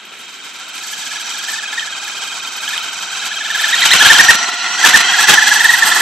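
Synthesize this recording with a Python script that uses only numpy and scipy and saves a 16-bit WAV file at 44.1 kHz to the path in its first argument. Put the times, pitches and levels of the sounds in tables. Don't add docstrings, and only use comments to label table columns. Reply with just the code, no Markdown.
import sys
import numpy as np
from scipy import signal
from scipy.fft import rfft, irfft, next_fast_len
from scipy.io import wavfile
from scipy.ndimage import map_coordinates

SR = 44100
rng = np.random.default_rng(int(sys.argv[2]) if len(sys.argv) > 2 else 0)


def inscribe(sig):
    pcm = np.round(np.clip(np.atleast_2d(sig).T, -1, 1) * 32767)
    wavfile.write(sys.argv[1], SR, pcm.astype(np.int16))


N = 265041


def amp(db):
    return 10 ** (np.asarray(db) / 20)


def unit(x):
    return x / np.sqrt(np.mean(x ** 2) + 1e-20)


def clock():
    return np.arange(N) / SR


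def along(points, hz):
    f, v = np.transpose(points)
    return np.interp(np.log(hz + 1), np.log(f + 1), v)


def curves(rows):
    s, *cols = np.transpose(rows)
    return [np.interp(clock(), s, c) for c in cols]


def wobble(rate):
    knots = rng.standard_normal(int(N * rate / SR) + 4)
    return map_coordinates(knots, [np.arange(N) * rate / SR])


def filtered(x, response):
    m = next_fast_len(N + SR // 4)
    return irfft(rfft(x, m) * response(np.fft.rfftfreq(m, 1 / SR)), m)[..., :N]


# frequency_hz, side_minus_mid_db
STEREO_WIDTH = [(60, -1), (110, -5), (200, -17), (370, -11), (670, -22.5), (1230, -6.5), (2250, -13.5),
                (4120, -7), (7530, -2.5), (13800, 0)]


def rush(spectrum, grain_db):
    grains = rng.standard_normal((2, N)) * amp(grain_db * wobble(rate=700))

    def mid_and_side(hz):
        mid_db = along(spectrum, hz)
        return amp([mid_db, mid_db + along(STEREO_WIDTH, hz)])

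    mid, side = filtered(grains, mid_and_side)
    return np.array([mid + side, mid - side]) / np.std(mid)


# (per Hz, relative)
STREET_SPECTRUM = [(20, -80), (45, -48), (80, -46), (170, -5), (350, -4), (550, -8), (900, -15.5),
                   (3000, -2), (9000, -44)]


def street_air():
    return amp(-43) * rush(STREET_SPECTRUM, grain_db=3.5)


# frequency_hz, t60_s
HOUSE_DECAY = [(200, 0.26), (2000, 0.4), (10000, 0.031)]


def houses(x):
    hz, t, cells = signal.stft(rng.standard_normal((2, SR // 2)), SR, nperseg=256)
    decay = amp(-60 * t / along(HOUSE_DECAY, hz)[:, None])
    tail = signal.istft(cells * decay, SR, nperseg=256)[1]
    delayed = np.pad(tail, ((0, 0), (300, 0)))
    return signal.fftconvolve(x, delayed / np.linalg.norm(tail[0]), axes=1)[:, :N]


TURN_S, TURN_LENGTH_S = 4.04, .57


def side_on():
    return np.clip((clock() - TURN_S) / TURN_LENGTH_S, 0, 1)


FAR_DB, CLEAR_S = -11, 1.9


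def far_db():
    return np.interp(clock(), [0, CLEAR_S], [FAR_DB, 0])


# start_s, throttle (0-1)
THROTTLE_CURVE = [(0, 0.62), (0.699, 0.52), (.85, 0.71), (1.25, 0.61), (1.58, 0.84), (1.7, 0.57),
                  (1.8, 0.97), (1.958, 0.53), (2.05, .8), (2.18, 0.67), (2.55, 0.5), (2.66, 0.81),
                  (2.85, 0.46), (3.25, 0.61), (3.65, 0.83), (4.279, 0.66), (4.399, .2), (4.72, 0.13),
                  (4.84, 0.55), (5.04, .22), (5.16, .5), (5.68, .62), (6, 0.57)]


def throttle():
    return curves(THROTTLE_CURVE)[0]


# start_s, relative_level_db
DRIVE_LEVEL = [(0, -35), (.7, -30), (1.1, -26), (1.8, -26), (2.5, -28), (2.72, -23), (3, -26.5), (3.5, -21),
               (3.8, -14.5), (4.07, -8.5), (4.25, -13), (4.45, -20), (4.77, -19), (4.92, -14.5),
               (5.15, -13), (6, -15.5)]


def drive_db():
    return curves(DRIVE_LEVEL)[0]


# start_s, tyre_roar_relative_db, road_hiss_relative_db
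ROAD_LEVELS = [(0, -46, -49), (.3, -44.5, -41.5), (.73, -42, -38.5), (.9, -40, -31.5), (1.8, -36, -33.5),
               (3.5, -36, -31.5), (4.15, -20, -19.5), (4.6, -29, -26.5), (5, -22.5, -21),
               (5.75, -24.5, -22), (6, -19, -21.5)]
# start_s, relative_level_db
FIZZ_LEVEL = [(0, -11.5), (.9, -15.5), (1.75, -21), (2.75, -14.5), (3.3, -17.5), (3.9, -15), (4.8, -16.5),
              (6, -7)]
# (per Hz, relative)
TYRE_SPECTRUM = [(41, -68), (70, -49), (186, -14.5), (422, -13), (554, -26), (642, -12), (718, -4),
                 (886, -0.5), (1000, -0.5), (1150, -2), (1250, -8), (1350, 7.5), (1760, -19), (2970, -120)]
RASP_HEAD_ON_SPECTRUM = [(710, -22.5), (1200, -61), (1360, -3.5), (1910, -6.5), (2420, 1), (2770, -6.5),
                         (3110, 2), (3390, -9), (3740, 0.5), (4800, -32.5), (6240, -55), (10600, -120)]
RASP_SIDE_ON_SPECTRUM = [(710, -55), (1200, -31.5), (1380, -22), (1700, -2.5), (1940, 7.5), (2090, 1),
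                         (2230, -12.5), (2420, -3), (2580, 0), (2850, -2.5), (3040, -5.5), (3290, 0.5),
                         (3680, -8), (4030, -2), (4800, -15.5), (6240, -58), (10600, -120)]
HISS_SPECTRUM = [(2530, -17), (4300, 5.5), (4630, 6), (5190, 3), (6090, 5), (6970, 2), (7850, 6.5),
                 (8440, -9.5), (8800, -12), (11400, -14), (19400, -120)]
FIZZ_SPECTRUM = [(7500, -7.5), (8500, 12.5), (9000, -17.5), (9600, 3.5), (11000, -14), (11500, -38),
                 (11850, 14.5), (12200, -15), (12600, -22), (13200, -45), (15000, -90)]
FIZZ_FULL = 0.71


def rolling_and_fizz(slip, rasp_db=-1, hiss_throttle_db=11, fizz_throttle_db=24):
    tyre_db, road_db = curves(ROAD_LEVELS)
    push = throttle() - .5
    hiss_db = road_db + hiss_throttle_db * push
    throb = slip - np.mean(slip)
    bumps = wobble(rate=45)
    tyres = amp(tyre_db + 1.3 * throb + 2.2 * bumps) * rush(TYRE_SPECTRUM, grain_db=0.5)
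    side = side_on()
    head_on_rasp = .68 * np.sqrt(1 - side) * rush(RASP_HEAD_ON_SPECTRUM, grain_db=1.8)
    side_on_rasp = .85 * np.sqrt(side) * rush(RASP_SIDE_ON_SPECTRUM, grain_db=1.8)
    rasp = amp(drive_db() + rasp_db + 2 * throb + 1.5 * bumps) * (head_on_rasp + side_on_rasp)
    hiss = amp(hiss_db + 3.45 * throb + 1.54 * bumps) * rush(HISS_SPECTRUM, grain_db=1.5)
    unevenness = wobble(rate=60)
    fizz_db = hiss_db + curves(FIZZ_LEVEL)[0] + fizz_throttle_db * np.minimum(push, FIZZ_FULL - .5)
    fizz = amp(fizz_db + 3 * throb + 3 * bumps + 3 * unevenness) * rush(FIZZ_SPECTRUM, grain_db=4)
    return tyres + rasp + hiss + fizz


# start_s, relative_level_db
ACCENT_TIMES = [(0.267, -25), (0.9346, -15), (1.3116, -16), (1.4813, -18), (1.7954, -8), (2.6783, -9.5),
                (2.7786, -7.5), (3.8222, -7)]
# (per Hz, relative)
CLATTER_SPECTRUM = [(30, -60), (100, -44), (500, -13), (800, -7), (1500, 4), (2150, -1), (2600, 3),
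                    (2950, 1.5), (3300, 3.5), (4300, -3.5), (5000, -5), (8200, -5.5), (8900, -16),
                    (12000, -14), (13500, -26)]


def accents(level_db=-3, ring_hz=3130, t60=0.026, onset=0.36, onset_t60=0.013, dull_hz=8000):
    out = np.zeros((2, N + SR))
    t = np.arange(SR // 10) / SR
    for s, db in ACCENT_TIMES:
        pitch_hz = ring_hz * (1 + 0.008 * rng.standard_normal())
        ring = np.sin(2 * np.pi * pitch_hz * t) * amp(-60 * t / t60)
        noise = onset * rng.standard_normal((2, len(t))) * amp(-60 * t / onset_t60)
        start = round(s * SR)
        out[:, start:start + len(t)] += amp(db + level_db) * (ring + noise)
    return filtered(out[:, :N], lambda hz: amp(along(CLATTER_SPECTRUM, hz)) / (1 + (hz / dull_hz) ** 6))


# time_s, relative_level_db, length_s
HOPS = [(3.754, -25, .02), (3.859, -6, 0.01), (3.95, -3.5, 0.022), (4.027, -8, 0.02), (4.068, -8, 0.037),
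        (4.129, -10.5, .025), (4.182, -11, 0.0098), (4.207, -6, 0.022), (4.246, -12, 0.018),
        (4.309, -6, 0.028), (4.352, -8, 0.013), (4.864, -6, 0.03), (4.888, -8.5, 0.029), (4.961, -6, .034),
        (5.007, -12, 0.022), (5.302, -2, 0.025), (5.327, -6, 0.038), (5.655, -21, 0.0088),
        (5.838, -25, .015)]
# (per Hz, relative)
LOW_NOISE_SPECTRUM = [(20, -27), (60, -9), (200, -8), (400, -9.5), (900, -21.5), (3000, -70)]


def chatter(level_db=-1.5, low_noise_db=-19, rattle_db=3.5):
    t = clock()
    power = np.zeros(N)
    for s, db, length in HOPS:
        power += amp(db) ** 2 * np.exp(-np.minimum((2 * (t - s) / length) ** 2, 50))
    low_noise = unit(filtered(rng.standard_normal((2, N)), lambda hz: amp(along(LOW_NOISE_SPECTRUM, hz))))
    rattle = amp(level_db + rattle_db * wobble(rate=200)) * rush(CLATTER_SPECTRUM, grain_db=2.0)
    return np.sqrt(power) * (rattle + amp(low_noise_db) * low_noise)


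# start_s, relative_level_db
SWITCH_TONE = [(0, -65), (.75, -57), (1.2, -37), (2.1, -50), (2.8, -38.5), (3.6, -38), (4, -24.5),
               (4.35, -20), (4.5, -34), (4.75, -27.5), (4.98, -20), (5.12, -31), (5.32, -20.5),
               (5.6, -24.5), (6, -41)]
SWITCH_HZ = 5871


def controller(level_db=-2.5, waver_db=2.5):
    drift = 0.84 * np.array([wobble(rate=51), wobble(rate=32)])
    tone = np.sqrt(2) * np.sin(2 * np.pi * SWITCH_HZ * clock() + drift)
    return tone * amp(curves(SWITCH_TONE)[0] + level_db + waver_db * wobble(rate=20))


# frequency_hz, width_hz, relative_level_db
CHASSIS_MODES = [(862, 410, -6.5), (1330, 41, -25.5), (1860, 237, 3), (2477, 260, 2.5), (3181, 253, 3.5),
                 (3740, 360, 4), (4120, 175, 2.5), (5760, 1700, -2.5), (7306, 870, -13)]


def shell(hz):
    power = 0
    for mode_hz, width_hz, db in CHASSIS_MODES:
        power = power + amp(db) ** 2 / (1 + ((hz * hz - mode_hz * mode_hz) / (hz * width_hz + 1)) ** 2)
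    return np.sqrt(power)


# start_s, surges_per_s
SURGE_RHYTHM = [(0.0, 20.51), (0.3, 19.57), (0.8, 21.04), (1.15, 22.1), (1.45, 20.79), (2.6, 19.51),
                (3.5, 21.67), (4.2, 21.51), (4.8, 19.06), (5.25, 21.03), (5.65, 22.81), (6.0, 21.9)]
# start_s, pitch_hz
GRIP_PITCH = [(0, 1279), (1.3, 1262), (2.2, 1210), (3.001, 1258), (3.7, 1315), (4.601, 1385), (5.2, 1407),
              (6, 1428)]
# time_s, nominal_top_pitch_hz, relative_level_db (whine at the top)
FREE_SPINS = [(2.737, 1808, -24), (3.642, 1789, -14.5), (3.74, 1965, -16), (3.835, 2060, -14.5),
              (3.922, 2060, -14), (4.01, 1766, -5.5), (4.055, 1680, -6.5), (4.105, 1846, 1.5),
              (4.198, 1897, 1.5), (4.296, 1921, 0.5), (4.847, 1760, -6.5), (4.946, 1844, -1),
              (5.285, 1749, -5), (5.336, 1719, -5.5), (5.383, 1797, -5.5), (5.426, 1786, -6.5),
              (5.519, 1719, -8.5), (5.651, 1877, -5), (5.697, 1932, -6.5), (5.739, 1896, -8.5),
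              (5.829, 1860, -6)]
SWING_HZ, SWING_SCATTER = 653, .08
REBOUND, TRACTION = .9, .75
BITE_S = .0015


def motor(roundness=1.6, lead=0.0052, slack=0.46, surge_db=3.0, side_db=5, scatter_db=-1.05):
    (rate,), (grip_hz,) = curves(SURGE_RHYTHM), curves(GRIP_PITCH)
    surge_count = np.cumsum(rate) / SR
    nearest = np.round(surge_count).astype(int)
    tops = np.minimum(np.searchsorted(surge_count, np.arange(nearest[-1] + 1)), N - 1)
    chance = rng.standard_normal((len(tops), 2))
    rise = SWING_HZ * throttle()[tops] * (1 + SWING_SCATTER * chance[:, 0])
    spin_s, spin_hz, spin_db = np.transpose(FREE_SPINS)
    spins = nearest[(spin_s * SR).astype(int)]
    spin_rise = spin_hz - grip_hz[tops[spins]]
    excess = spin_rise - TRACTION * rise[spins]
    rise[spins + 1] -= np.clip(REBOUND * excess, 0, rise[spins + 1])
    rise[spins] = spin_rise
    place_db = (drive_db() + far_db() + side_db * side_on())[tops]
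    strength = rise / SWING_HZ * amp(place_db + surge_db + scatter_db * chance[:, 1])
    strength[spins] = amp(spin_db) / shell(spin_hz)
    slip = np.abs(np.cos(np.pi * surge_count)) ** roundness
    after_top_s = (surge_count - nearest) / rate
    bite = (1 + np.tanh((after_top_s + lead) / BITE_S)) / 2
    pitch = grip_hz + rise[nearest] * slip
    return slip, pitch, strength[nearest] * (slack + (1 - slack) * bite)


# multiple_of_nominal_pitch, relative_level_db
GEAR_OVERTONES = [(2, 7.5), (3, 1.5), (4, 5)]
GEAR_SIDE_DB = -3
COAST_DB = 13.5
FACING_S, FACING_WIDTH_S, FACING_DB = 3.947, 0.28, 3
HALF_SIDE_DB = 3.5


def whine(slip, pitch, surge, surge_db=1.0, steady_db=-1, half_db=-11.5, swell_db=-2.5, jitter=.011,
          rough_db=2.1, overtone_db=-4, glint=2.76):
    phase = 2 * np.pi * np.cumsum(pitch * (1 + jitter * wobble(rate=460))) / SR

    def partial(order):
        size = amp(rough_db * (wobble(rate=270) + np.sqrt(order) / 2 * wobble(rate=40)))
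        skew = .14 * order * wobble(rate=30)
        tooth_error = .22 * (order - 1) ** 2 * wobble(rate=700)
        return np.sqrt(2) * size * np.sin(order * phase + tooth_error + np.array([skew, -skew]))

    coasting = .5 - throttle()
    level = amp(drive_db() + far_db() / 2 + side_on() * (GEAR_SIDE_DB + COAST_DB * coasting))
    surging = amp(surge_db) * surge * slip
    steady = amp(steady_db) * level * (1 - slip / 2)
    mesh_level = np.hypot(surging, steady)
    mesh = shell(pitch) * partial(0.99)
    half_tone = amp(half_db + HALF_SIDE_DB * side_on()) * shell(pitch / 2) * partial(.5)
    teeth = amp(swell_db * slip) * sum(amp(db) * partial(round(order)) for order, db in GEAR_OVERTONES)
    overtones = unit(filtered(teeth, lambda hz: shell(hz) ** glint))
    beam_db = FACING_DB * np.exp(-((clock() - FACING_S) / FACING_WIDTH_S) ** 2)
    return mesh_level * (mesh + half_tone) + amp(overtone_db + beam_db) * level * overtones


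# start_s, left_minus_right_db
BALANCE = [(0, -0.4), (2.5, -0.7), (3.8, -0.3), (4.7, -0.5), (6, -1.2)]
# frequency_hz, left_minus_right_db
PORT_BALANCE = [(60, .5), (120, -2), (230, -0.7), (460, 1.3), (910, 2), (1800, -.5), (3500, .8), (6500, -5),
                (12500, 5.5)]


def scene():
    slip, pitch, surge = motor()
    truck = whine(slip, pitch, surge) + controller() + chatter() + accents()
    wet_db = np.interp(clock(), [0, 4], [-9, -18])
    echo = amp(wet_db) * houses(truck)
    sides = np.array([[.5], [-.5]])
    heard = (truck + echo + rolling_and_fizz(slip) + street_air()) * amp(sides * curves(BALANCE)[0])
    return filtered(heard, lambda hz: amp(sides * along(PORT_BALANCE, hz)))


TOP_HZ = 14400


def record(dry, ceiling=1, hardness=14, low_cut_hz=85, rumble_cut_hz=55):
    heard = filtered(dry, lambda hz: 1 - 1 / (1 + (hz / low_cut_hz) ** 6))
    clipped = heard / (1 + np.abs(heard / ceiling) ** hardness) ** (1 / hardness)
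    trimmed = filtered(clipped, lambda hz: 1 - 1 / (1 + (hz / rumble_cut_hz) ** 2))
    return filtered(trimmed, lambda hz: 1 / (1 + (hz / TOP_HZ) ** 60))


dry = scene()
out = record(dry)
inscribe(out)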